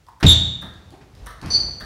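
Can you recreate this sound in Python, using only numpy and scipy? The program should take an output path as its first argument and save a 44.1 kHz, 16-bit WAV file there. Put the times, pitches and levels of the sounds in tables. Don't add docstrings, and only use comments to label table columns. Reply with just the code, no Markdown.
import sys
import numpy as np
from scipy import signal
from scipy.fft import rfft, irfft, next_fast_len
from scipy.io import wavfile
from scipy.ndimage import map_coordinates

SR = 44100
rng = np.random.default_rng(int(sys.argv[2]) if len(sys.argv) > 2 else 0)


def output_pcm(signal):
    pcm = np.clip(np.atleast_2d(signal).T, -1, 1) * 32767
    wavfile.write(sys.argv[1], SR, np.round(pcm).astype(np.int16))


N = 81585

# start in seconds, boom level in dB, slap level in dB, slap rise in seconds,
# slap fade in seconds, treble tilt in dB per octave. A fade is the time taken to drop by 60 dB.
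FOOTFALLS = [(0.228, -58, -15.5, .0004, 0.3, 4), (.244, 0, -28.5, 0.0017, 0.32, -1.5),
             (.625, -33.5, -33, 0.0078, 0.24, -17), (1.008, -45, -41, 0.0049, 0.1, 1),
             (1.422, -34.5, -25, 0.016, .15, -7), (1.445, -24.5, -29, 0.02, 0.44, -4.5),
             (1.545, -30.5, -30, 0.018, 0.18, -2.5), (1.682, -35.5, -33, 0.0042, 0.076, -17),
             (1.817, -43, -34, 0.0062, .1, -17)]
# frequency in Hz, level in dB.
SOLE_TONE = [(50, -5), (170, 5), (300, 1), (500, -9), (680, -4.5), (1050, -8.5), (2000, -10), (2500, -10),
             (3200, -15.5), (5500, -23.5), (9000, -43.5), (16000, -55.5)]
# pitch in Hz, level in dB, fade in seconds.
FLOOR_NOTES = [(57.6, -4.5, 0.22), (78.7, -0.5, 0.33), (108.44, 1.5, 0.21), (133.1, 5.5, 0.099),
               (178, -2, 0.18), (265.7, -5, 0.095)]
# start in seconds, level in dB.
WEIGHT_SHIFTS = [(1.213, -31), (1.599, -32.5), (1.826, -30.5)]


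def steps():
    tilt_above_hz, sway_hz = 1400, 49.8
    boom, slap, sway = np.zeros((3, N))
    for start, boom_db, slap_db, rise, fade, tilt_db in FOOTFALLS:
        tone = [(hz, db + tilt_db * np.log2(max(hz / tilt_above_hz, 1))) for hz, db in SOLE_TONE]
        slap += gain(slap_db) * blow(start, rise, fade) * noise(tone)
        for hz, db, floor_fade in FLOOR_NOTES:
            pitch = hz * (1 + rng.normal(0, 0.03))
            note = np.sin(2 * np.pi * pitch * since(start))
            boom += gain(boom_db + db) * blow(start, rise=0.0076, fade=floor_fade) * note
    for start, db in WEIGHT_SHIFTS:
        note = np.sin(2 * np.pi * sway_hz * since(start))
        sway += gain(db) * blow(start, rise=0.007, fade=0.56) * note
    return hall(boom, echo_db=-12.5) + hall(slap, echo_db=-9) + sway


# start in seconds,
# length in seconds, level in dB, pitch in Hz, first overtone in dB, whistle in dB, swell in dB,
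# roughness in dB, beat rate in Hz, change for each further overtone in dB.
SKIDS = [(0.263, 0.06, -6, 3562, -20.5, -29, 2.5, -15, 150, -12),
         (1.502, 0.039, -20, 4452, -25.5, -7.5, 2, -19, 200, -33),
         (1.536, 0.029, -12, 4464, -40.5, -18, 2, -30, 205.4, -27)]
# frequency in Hz, level in dB.
RUB_TONE = [(600, -7), (2500, -27.5), (3100, -1.5), (4200, 0), (5300, -12.5), (6300, -4.5), (8000, -15),
            (9200, -35), (16000, -38.5)]


def squeaks():
    whistle_hz = 5945
    out = np.zeros(N)
    for start, length, db, hz, overtone_db, whistle_db, swell_db, rough_db, beat_hz, step_db in SKIDS:
        t = since(start)
        fade_in = 1 - np.exp(-t / 0.0023)
        fade_out = np.exp(-since(start + length) / 0.018)
        flutter_db = 1.5 * wobble(120)
        swell = gain(swell_db * (np.minimum(t / length, 1) - 1.5) + flutter_db)
        first = rubber_patch(hz, t, overtone_db, step_db, rough_db)
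        second = rubber_patch(hz + beat_hz, t, overtone_db, step_db, rough_db)
        squeal = swell * (first + gain(-2.5) * second)
        whistle_pitch = whistle_hz * (1 + 0.013 * wobble(505.9))
        whistle = gain(whistle_db) * np.sin(2 * np.pi * np.cumsum(whistle_pitch) / SR)
        rub = gain(rough_db - 5.5) * noise(RUB_TONE)
        out += hall(gain(db) * fade_in * fade_out * (squeal + whistle + rub), echo_db=-4.5)
    return out


def rubber_patch(hz, t, overtone_db, step_db, rough_db):
    catch = 0.058 * np.exp(-t / 0.0027)
    tremble = 0.019 * wobble(505.9)
    phase = 2 * np.pi * np.cumsum(hz * (1 + catch + tremble)) / SR
    phase += gain(rough_db) * wobble(1587)
    overtones = sum(gain(overtone_db + step_db * k) * np.sin((k + 2) * phase) for k in range(3))
    return np.sin(phase) + overtones


# start in seconds, knock level in dB, shell ring level in dB.
BALL_BOUNCES = [(0.1978, -39.5, -45.5), (.613, -41.5, -47), (1.2579, -37.5, -38.5), (1.798, -37.5, -45.5)]
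# frequency in Hz, level in dB.
KNOCK_TONE = [(250, -25), (550, -5), (850, -13.5), (1200, -2.5), (1550, -1), (1850, 0), (2200, -13.5),
              (2650, -21), (3800, -10.5), (4700, -21.5), (7500, -29.5), (15000, -29)]
# pitch in Hz, width in Hz, level in dB.
SHELL_NOTES = [(5800, 500, 7), (8900, 500, 8), (10400, 1700, -2), (12300, 1100, -2)]
# delay in seconds, level in dB.
NEAR_ECHOES = [(.0095, 4), (.031, -10), (.049, -5)]


def ball():
    def shell_peaks(freq):
        return sum(gain(db) / (1 + ((freq - hz) / (width / 2)) ** 2) for hz, width, db in SHELL_NOTES)

    def arrivals(start, rise, fade):
        paths = [(0.003, 0.0039)] + NEAR_ECHOES
        return sum(gain(db) * blow(start + delay, rise, fade) for delay, db in paths)

    out = np.zeros(N)
    for start, knock_db, shell_db in BALL_BOUNCES:
        knock = noise(KNOCK_TONE) * arrivals(start, rise=0.0032, fade=0.073)
        shell = normalise(filtered(rng.standard_normal(N), shell_peaks))
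        shell *= arrivals(start, rise=0.0002, fade=0.015)
        out += gain(knock_db) * hall(knock, echo_db=-0.5) + gain(shell_db) * hall(shell, echo_db=-5)
    return out


# start in seconds, level in dB.
BAT_HITS = [(.068, -47.5), (.084, -35.5)]
# frequency in Hz, level in dB.
BAT_TONE = [(300, -26.5), (700, -21.5), (900, 0.5), (1030, 2), (1250, -13), (1550, -15.5), (2200, -33),
            (12000, -37)]


def bat():
    pocks = np.zeros(N)
    for start, db in BAT_HITS:
        pocks += gain(db) * blow(start, rise=0.0027, fade=0.056) * noise(BAT_TONE)
    return hall(pocks, echo_db=-4)


# start in seconds, level in dB.
LIGHT_CLICKS = [(0.066, -51), (0.738, -50), (0.905, -44), (1.024, -62.5), (1.151, -45.5), (1.4149, -36),
                (1.428, -43.5), (1.46, -33)]
# frequency in Hz, level in dB.
CLICK_TONE = [(300, -16), (1200, -17), (2600, -12.5), (4500, -2.5), (8000, -15), (11000, -15),
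              (16000, -31.5)]


def clicks():
    loudness = sum(gain(db) * blow(start, rise=0.0003, fade=0.015) for start, db in LIGHT_CLICKS)
    return hall(loudness * noise(CLICK_TONE), echo_db=2.5)


# start in seconds, level in dB.
FAR_THUDS = [(0.921, -40.5), (0.937, -38.5)]
# frequency in Hz, level in dB.
THUD_TONE = [(150, -30.5), (290, 0), (375, -1), (480, -16.5), (800, -8), (1300, -21.5), (3000, -30),
             (12000, -56)]


def thuds():
    loudness = sum(gain(db) * blow(start, rise=0.003, fade=0.084) for start, db in FAR_THUDS)
    return hall(loudness * noise(THUD_TONE), echo_db=-3)


# time in seconds, level in dB.
RUMBLE_LOUDNESS = [(.2, -60), (.75, -47.5), (1.1, -51.5), (1.25, -43), (1.35, -52.5), (1.6, -35),
                   (1.85, -47)]
# frequency in Hz, level in dB.
RUMBLE_TONE = [(25, -24), (55, 5.5), (100, 5.5), (160, -3.5), (300, -9.5), (700, -14), (2000, -24),
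               (6000, -30.5), (15000, -48.5)]


def rumble():
    level_db = np.interp(since(0), *np.transpose(RUMBLE_LOUDNESS))
    return gain(level_db) * noise(RUMBLE_TONE)


# frequency in Hz, level in dB.
AIR_TONE = [(22, -24.5), (55, 4), (100, 2), (200, -13), (500, -20), (1200, -22), (2500, -24.5), (6000, -29),
            (15000, -38.5)]


def air():
    return gain(-57) * noise(AIR_TONE)


# frequency in Hz, fade in seconds.
HALL_FADES = [(60, 0.59), (150, .95), (400, 0.78), (1300, 0.81), (2500, 0.69), (3800, 0.65), (7000, 0.55),
              (14000, 0.35)]


def hall(sound, echo_db):
    gap_s, build_s = 0.0013, 0.0052
    hz, t, bands = signal.stft(rng.standard_normal(SR * 3 // 2), SR, nperseg=256)
    fading = gain(-60 * t / look_up(HALL_FADES, hz)[:, None])
    tail = signal.istft(bands * fading, SR, nperseg=256)[1]
    tail *= 1 - np.exp(-since(gap_s)[:len(tail)] / build_s)
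    echoes = signal.fftconvolve(sound, tail / np.linalg.norm(tail))[:N]
    return sound + gain(echo_db) * echoes


def gain(db):
    return 10 ** (np.asarray(db) / 20)


def normalise(sound):
    return sound / np.sqrt(np.mean(sound ** 2) + 1e-20)


def look_up(table, hz):
    freqs, values = np.transpose(table)
    return np.interp(np.log(hz + 1), np.log(freqs + 1), values)


def since(start):
    return np.maximum(np.arange(N) / SR - start, 0)


def blow(start, rise, fade):
    t = since(start)
    return (1 - np.exp(-t / rise)) * gain(-60 * t / fade)


def wobble(rate):
    return map_coordinates(rng.standard_normal(8192), [np.arange(N) * rate / SR], mode="wrap")


def filtered(sound, response):
    size = next_fast_len(N + SR // 4)
    hz = np.fft.rfftfreq(size, 1 / SR)
    return irfft(rfft(sound, size) * response(hz), size)[:N]


def noise(tone):
    return normalise(filtered(rng.standard_normal(N), lambda hz: gain(look_up(tone, hz))))


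def scene():
    return (bat() + ball() + steps() + thuds() + clicks() + squeaks() + rumble() + air())[None]


def record(dry):
    ceiling, hardness, top_hz = 0.66, 9.7, 15800
    clipped = dry[0] / (1 + np.abs(dry[0] / ceiling) ** hardness) ** (1 / hardness)
    return filtered(clipped, lambda hz: hz < top_hz)[None]


dry = scene()
out = record(dry)
output_pcm(out)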